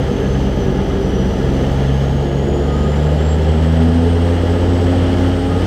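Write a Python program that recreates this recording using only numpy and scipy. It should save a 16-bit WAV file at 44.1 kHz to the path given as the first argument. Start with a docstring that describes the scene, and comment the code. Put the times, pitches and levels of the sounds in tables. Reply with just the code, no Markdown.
"""The near propeller of a twin turboprop floatplane taxiing on water, heard in the cabin: a harmonic series
on its blade rate, which slackens and then speeds up as power is added. The far propeller, a slower and
rougher series near idle, beats against it and almost fades out midway. The compressor whine dips, climbs
and then wavers, a modulated blade tone; a gearbox mesh tone rings out over narrow noisy tones of fixed pitch.
Exhaust, propeller wash and jet hiss are coloured noise, coming through the cabin wall."""
import sys
import numpy as np
from scipy import signal
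from scipy.fft import rfft, irfft, next_fast_len
from scipy.io import wavfile

SR = 44100
rng = np.random.default_rng(int(sys.argv[2]) if len(sys.argv) > 2 else 0)


def unload_audio(sound):
    """Save the sound as a 16-bit wav file, at the path given as the first command line argument."""
    columns = np.transpose(np.atleast_2d(sound))
    # keep every value between -1 and 1, then stretch to whole-number steps
    steps = np.round(np.clip(columns, -1, 1) * 32767)
    wavfile.write(sys.argv[1], SR, steps.astype(np.int16))


N = 249606
TIME = np.arange(N) / SR   # s


def from_db(db):
    """Level to amplitude: 20 dB is a factor of ten."""
    return 10 ** (np.asarray(db) / 20)


def rms_one(x):
    """Normalisation to unit mean-square power."""
    return x / np.sqrt(np.mean(np.abs(x) ** 2) + 1e-20)


def in_time(rows):
    """Linear interpolation of each column of a time table, sample by sample."""
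    s, *columns = np.transpose(rows)
    return [np.interp(TIME, s, column) for column in columns]


def swells(rows):
    """Gaussian bells in dB, superposed; each length is the full width at half height."""
    return sum(db * .5 ** ((2 * (TIME - s) / length) ** 2) for s, length, db in rows)


def angle_of(hz):
    """Phase is the time integral of frequency, here from a random start."""
    return 2 * np.pi * (np.cumsum(hz) / SR + rng.random())


def random_phase():
    """A phase drawn uniformly from the full circle."""
    return 2 * np.pi * rng.random()


def drift(rate):
    """Low-pass random process of unit power: noise through two equal poles with corner `rate` in Hz."""
    step = 40   # samples between the points drawn
    settling = 2000   # points dropped while the filter settles
    r = np.exp(-2 * np.pi * rate * step / SR)
    noise = rng.standard_normal(N // step + 2 + settling)
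    slow = signal.lfilter([1], [1, -2 * r, r * r], noise)[settling:]
    return np.interp(np.arange(N) / step, np.arange(len(slow)), rms_one(slow))


def coloured_noise(spectrum):
    """Spectral shaping of white noise to unit power, falling 36 dB per octave beyond both ends."""
    hz, db = np.transpose(spectrum)
    size = next_fast_len(N)
    octave = np.log2(np.maximum(np.fft.rfftfreq(size, 1 / SR), 1))
    outside = np.abs(octave - np.clip(octave, np.log2(hz[0]), np.log2(hz[-1])))
    gain = from_db(np.interp(octave, np.log2(hz), db) - 36 * outside)
    shaped = irfft(rfft(rng.standard_normal(size)) * gain, size)
    return rms_one(shaped[:N])


def tone(angle, rough, rate):
    """Partly coherent partial of nominal unit power: turbulence scatters the amplitude share `rough`."""
    rough = np.clip(rough, 0, 1)
    steady = np.sqrt(2 * (1 - rough ** 2)) * np.cos(angle)
    scattered = drift(rate) * np.cos(angle) + drift(rate) * np.sin(angle)
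    return steady + rough * scattered


def cabin_gain(hz):
    """Resonance: the cabin's air modes lift a tone that lies near their frequencies."""
    # air modes of the cabin: (f/Hz, full width at half the dB lift/Hz, lift/dB)
    modes = [(77.7, 12.2, 6), (86.4, 12, 4), (136.2, 10.8, 10.5), (148.1, 13.8, 9.5), (162.2, 12.5, 9.5),
             (195.9, 5.1, 9), (246.6, 18.4, 11.5), (268.3, 6.9, 7), (354, 13, 11), (391.5, 11, 8),
             (417, 34, 9.5), (515, 32, 3.5), (627, 61, 7.5), (814, 34, 7)]
    return from_db(sum(db / (1 + (2 * (hz - mode_hz) / width) ** 2) for mode_hz, width, db in modes))


def turbulence(spectrum, blade, chop, flutter_db):
    """Amplitude modulation of rushing air, at every blade passage and at random."""
    surge = 1 + np.clip(chop, 0, 1) * np.cos(blade)
    flutter = from_db(flutter_db * drift(24))
    return rms_one(coloured_noise(spectrum) * surge * flutter)


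def roar(blade):
    """Broadband flow noise: rumble, wash and hiss follow one airflow, coloured by cabin wall and window."""
    # airflow strength, of which only the swing about its mean acts: (t/s, level/dB)
    flow = [(0, -44), (.6, -45), (1.2, -45), (1.7, -43), (2.5, -46.5), (2.8, -44), (3.8, -43.5),
            (4.7, -42.5), (5.2, -41), (5.5, -43.5), (5.66, -41)]
    # spectrum of the exhaust rumble: (f/Hz, relative level/dB)
    rumble_colour = [(12, -9), (30, -19), (60, 3), (90, 1), (118, -3.5), (170, 1), (245, 2), (300, -2),
                     (365, -5), (430, 1.5), (520, -1), (570, -5.5), (680, -9), (860, -7.5), (1000, -21)]
    # spectrum of the propeller wash: (f/Hz, relative level/dB)
    wash_colour = [(700, -3), (1000, -2), (1350, 1.5), (1550, -2), (1700, -0.5), (2050, -2.5), (2290, -8),
                   (2600, -8), (2950, -1.5), (3180, -2), (3420, -6), (3650, -15), (4300, -35)]
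    # spectrum of the jet hiss: (f/Hz, relative level/dB)
    hiss_colour = [(3000, -13), (3700, 3), (4600, 1.5), (5600, -1), (6500, -4.5), (7200, -6.5), (8300, -8),
                   (9200, -12.5), (10200, -15.5), (11400, -21), (12400, -17), (13100, -15), (13900, -25),
                   (15700, -23)]
    # surges and sags of the rumble: (t/s, length/s, level change/dB)
    rumble_surges = [(1.25, .3, -0.5), (2.6, .25, 2.5), (3.05, .4, 1.5), (5.4, .18, -4)]
    rumble_db, wash_db, hiss_db = -21, -33.5, -44   # at mean flow, before the rumble's surges
    rumble_follows, wash_follows, hiss_follows = 0.39, 1, 1.0   # share of the flow's swing in dB

    flow_db = in_time(flow)[0]
    swing_db = flow_db - flow_db.mean()
    rumble_gain = from_db(rumble_db + rumble_follows * swing_db + swells(rumble_surges))
    wash_gain = from_db(wash_db + wash_follows * swing_db)
    hiss_gain = from_db(hiss_db + hiss_follows * swing_db)
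    rumble = rumble_gain * turbulence(rumble_colour, blade, chop=0.14, flutter_db=0.5)
    wash = wash_gain * turbulence(wash_colour, blade, chop=0.065, flutter_db=0.7)
    hiss = hiss_gain * turbulence(hiss_colour, blade, chop=0.066, flutter_db=0.6)
    return rumble + wash + hiss


def fixed_tones(mesh_hz=1235, mesh_db=-47):
    """Narrow-band noise at fixed pitch: a gearbox mesh tone that rings out over steady noisy tones."""
    # narrow steady noisy tones: (f/Hz, corner of the random modulation/Hz, level/dB)
    narrow_tones = [(1678, 35, -47), (2407, 22, -59.5), (4380, 40, -60), (4960, 16, -61), (7960, 270, -68),
                    (10120, 220, -74)]
    # moments when the mesh tone rings out: (t/s, length/s, rise/dB)
    mesh_flares = [(2.8, 0.35, 11.5), (5.08, .2, 7), (5.6, 0.35, 9)]

    mesh_gain = from_db(mesh_db + swells(mesh_flares))
    mesh = mesh_gain * tone(2 * np.pi * mesh_hz * TIME, rough=0.87, rate=20)
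    steady = sum(from_db(db) * tone(2 * np.pi * hz * TIME, rough=1, rate=corner)
                 for hz, corner, db in narrow_tones)
    return mesh + steady


def compressor(octave_db=-13, octave_fall_db=24, skirt_db=-2, skirt_rise_db=5, flicker_db=1.5):
    """Modulated blade-passing tone; as pitch climbs its noise sidebands grow and its octave fades."""
    # compressor speed as its blade tone: (t/s, f/Hz)
    blade_hz = [(0, 6300), (.6, 6040), (1.22, 5870), (1.6, 6110), (2.6, 6850), (3.3, 7530), (4.05, 8330),
                (4.75, 7830), (5.32, 8380), (5.66, 7980)]
    # flares of the tone's core: (t/s, length/s, rise/dB)
    whine_flares = [(.35, 0.15, 9), (1.17, 0.15, 7), (3.3, 0.11, 10)]
    whine_db, whine_fall_db = -52, 9.5   # level at the lowest pitch before flicker, fall per octave climbed

    hz = in_time(blade_hz)[0]
    climb = np.log2(hz / hz.min())   # octaves above the lowest pitch
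    blade = angle_of(hz * (1 + 0.0019 * drift(16.2)))
    # skirt and octave levels are relative to the unflared core; their slopes are per octave climbed
    core = from_db(swells(whine_flares)) * tone(blade, rough=0.58, rate=44)
    skirt = from_db(skirt_db + skirt_rise_db * climb) * tone(blade, rough=1, rate=290)
    octave = from_db(octave_db - octave_fall_db * climb) * tone(2 * blade, rough=1, rate=110)
    level_db = whine_db - whine_fall_db * climb + flicker_db * drift(9.2)
    return from_db(level_db) * (core + skirt + octave)


def far_propeller(rough_per_order=.13):
    """Harmonic series of the propeller on the other wing, near idle; coherence falls with order."""
    # blade-passing rate: (t/s, f/Hz)
    blade_hz = [(0, 48.4), (.7, 47.1), (2.0, 42.8), (3.0, 50), (5.66, 53.7)]
    # level of the whole series: (t/s, level/dB)
    series_db = [(0, -25), (.4, -21.5), (1.4, -22.5), (2.0, -31), (2.8, -24.5), (3.35, -49), (4.4, -26),
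                 (5.66, -23)]
    # harmonics: (multiple, level relative to the series before flares and cabin lift/dB)
    orders = [(1, -3.5), (2, -10), (3, -19), (4, -10), (5, -17), (6, -11.5), (7, -20.5), (8, -14.5),
              (9, -26.5), (10, -16)]
    # flares, strongest in the upper harmonics: (t/s, length/s, rise per multiple/dB)
    flares = [(.66, 0.11, 0.84), (1.22, 0.16, 0.75)]

    hz, db, flare_db = in_time(blade_hz)[0], in_time(series_db)[0], swells(flares)
    blade = angle_of(hz)
    total = 0
    for k, order_db in orders:
        gain = from_db(db + order_db + k * flare_db) * cabin_gain(k * hz)
        total = total + gain * tone(k * blade, rough=rough_per_order * k, rate=6.3)
    return total


def near_propeller(hz, blade, shaft_db=-43):
    """Harmonics excite the cabin modes they cross; uneven inflow makes low ones waver and smears upper ones."""
    # clean low harmonics: (multiple, level at the lowest speed before surges and cabin lift/dB)
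    low_orders = [(1, -23.5), (2, -32.5), (3, -31.5), (4, -41)]
    # upper harmonics: (multiple, level before cabin lift/dB)
    upper_orders = [(5, -36.5), (6, -38.5), (7, -43.5), (8, -42), (9, -45), (10, -45.5), (11, -53.5),
                    (12, -50)]
    # brief swells and sags of the hum: (t/s, length/s, level change/dB)
    hum_surges = [(.17, 0.1, -10), (.35, 0.16, 2.5), (.62, 0.071, -4), (.95, 0.3, -3.5), (1.9, 0.33, 2),
                  (2.4, .21, -1), (4.44, .06, -1), (4.6, 0.053, -3), (5.43, 0.16, -4.5)]
    load_db_per_octave = 7.0   # growth with speed
    rough_per_order, waver_hz = .07, 7   # scattered share per multiple, corner of its modulation

    load = from_db(load_db_per_octave * np.log2(hz / hz.min()) + swells(hum_surges))
    low = 0
    for k, db in low_orders:
        partial = tone(k * blade + random_phase(), rough=rough_per_order * k, rate=waver_hz)
        low = low + from_db(db) * cabin_gain(k * hz) * partial
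    upper = 0
    for k, db in upper_orders:
        partial = tone(k * blade + random_phase(), rough=0.8, rate=7.3)
        upper = upper + from_db(db) * cabin_gain(k * hz) * partial
    # three slightly unequal blades add a throb once a turn
    turn = blade / 3
    throb = from_db(shaft_db) * (tone(turn, rough=.6, rate=3.5) + tone(2 * turn, rough=0.51, rate=1.4))
    return load * (low + throb) + upper


def scene():
    """Superposition of both engines at a window seat; the near blade phase also modulates the roar."""
    # blade-passing rate of the near propeller: (t/s, f/Hz)
    near_hz = [(0, 67.0), (1.2, 65.2), (1.6, 66.4), (2.0, 68.7), (2.5, 70.1), (3.5, 78.2), (4.0, 83.5),
               (4.3, 86.4), (4.6, 87.7), (5.66, 90.4)]
    hz = in_time(near_hz)[0]
    blade = angle_of(hz)
    background = roar(blade) + fixed_tones() + compressor()
    return (background + far_propeller() + near_propeller(hz, blade))[None]


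def record(dry, top=2.6):
    """Soft saturation rounds the highest peaks; a steep elliptic low-pass then removes the top of the band."""
    cutoff_hz = 15700
    low_pass = signal.ellip(12, .1, 90, cutoff_hz, fs=SR, output="sos")   # ripple and stopband in dB
    return signal.sosfilt(low_pass, top * np.tanh(dry / top))


dry = scene()
out = record(dry)
unload_audio(out)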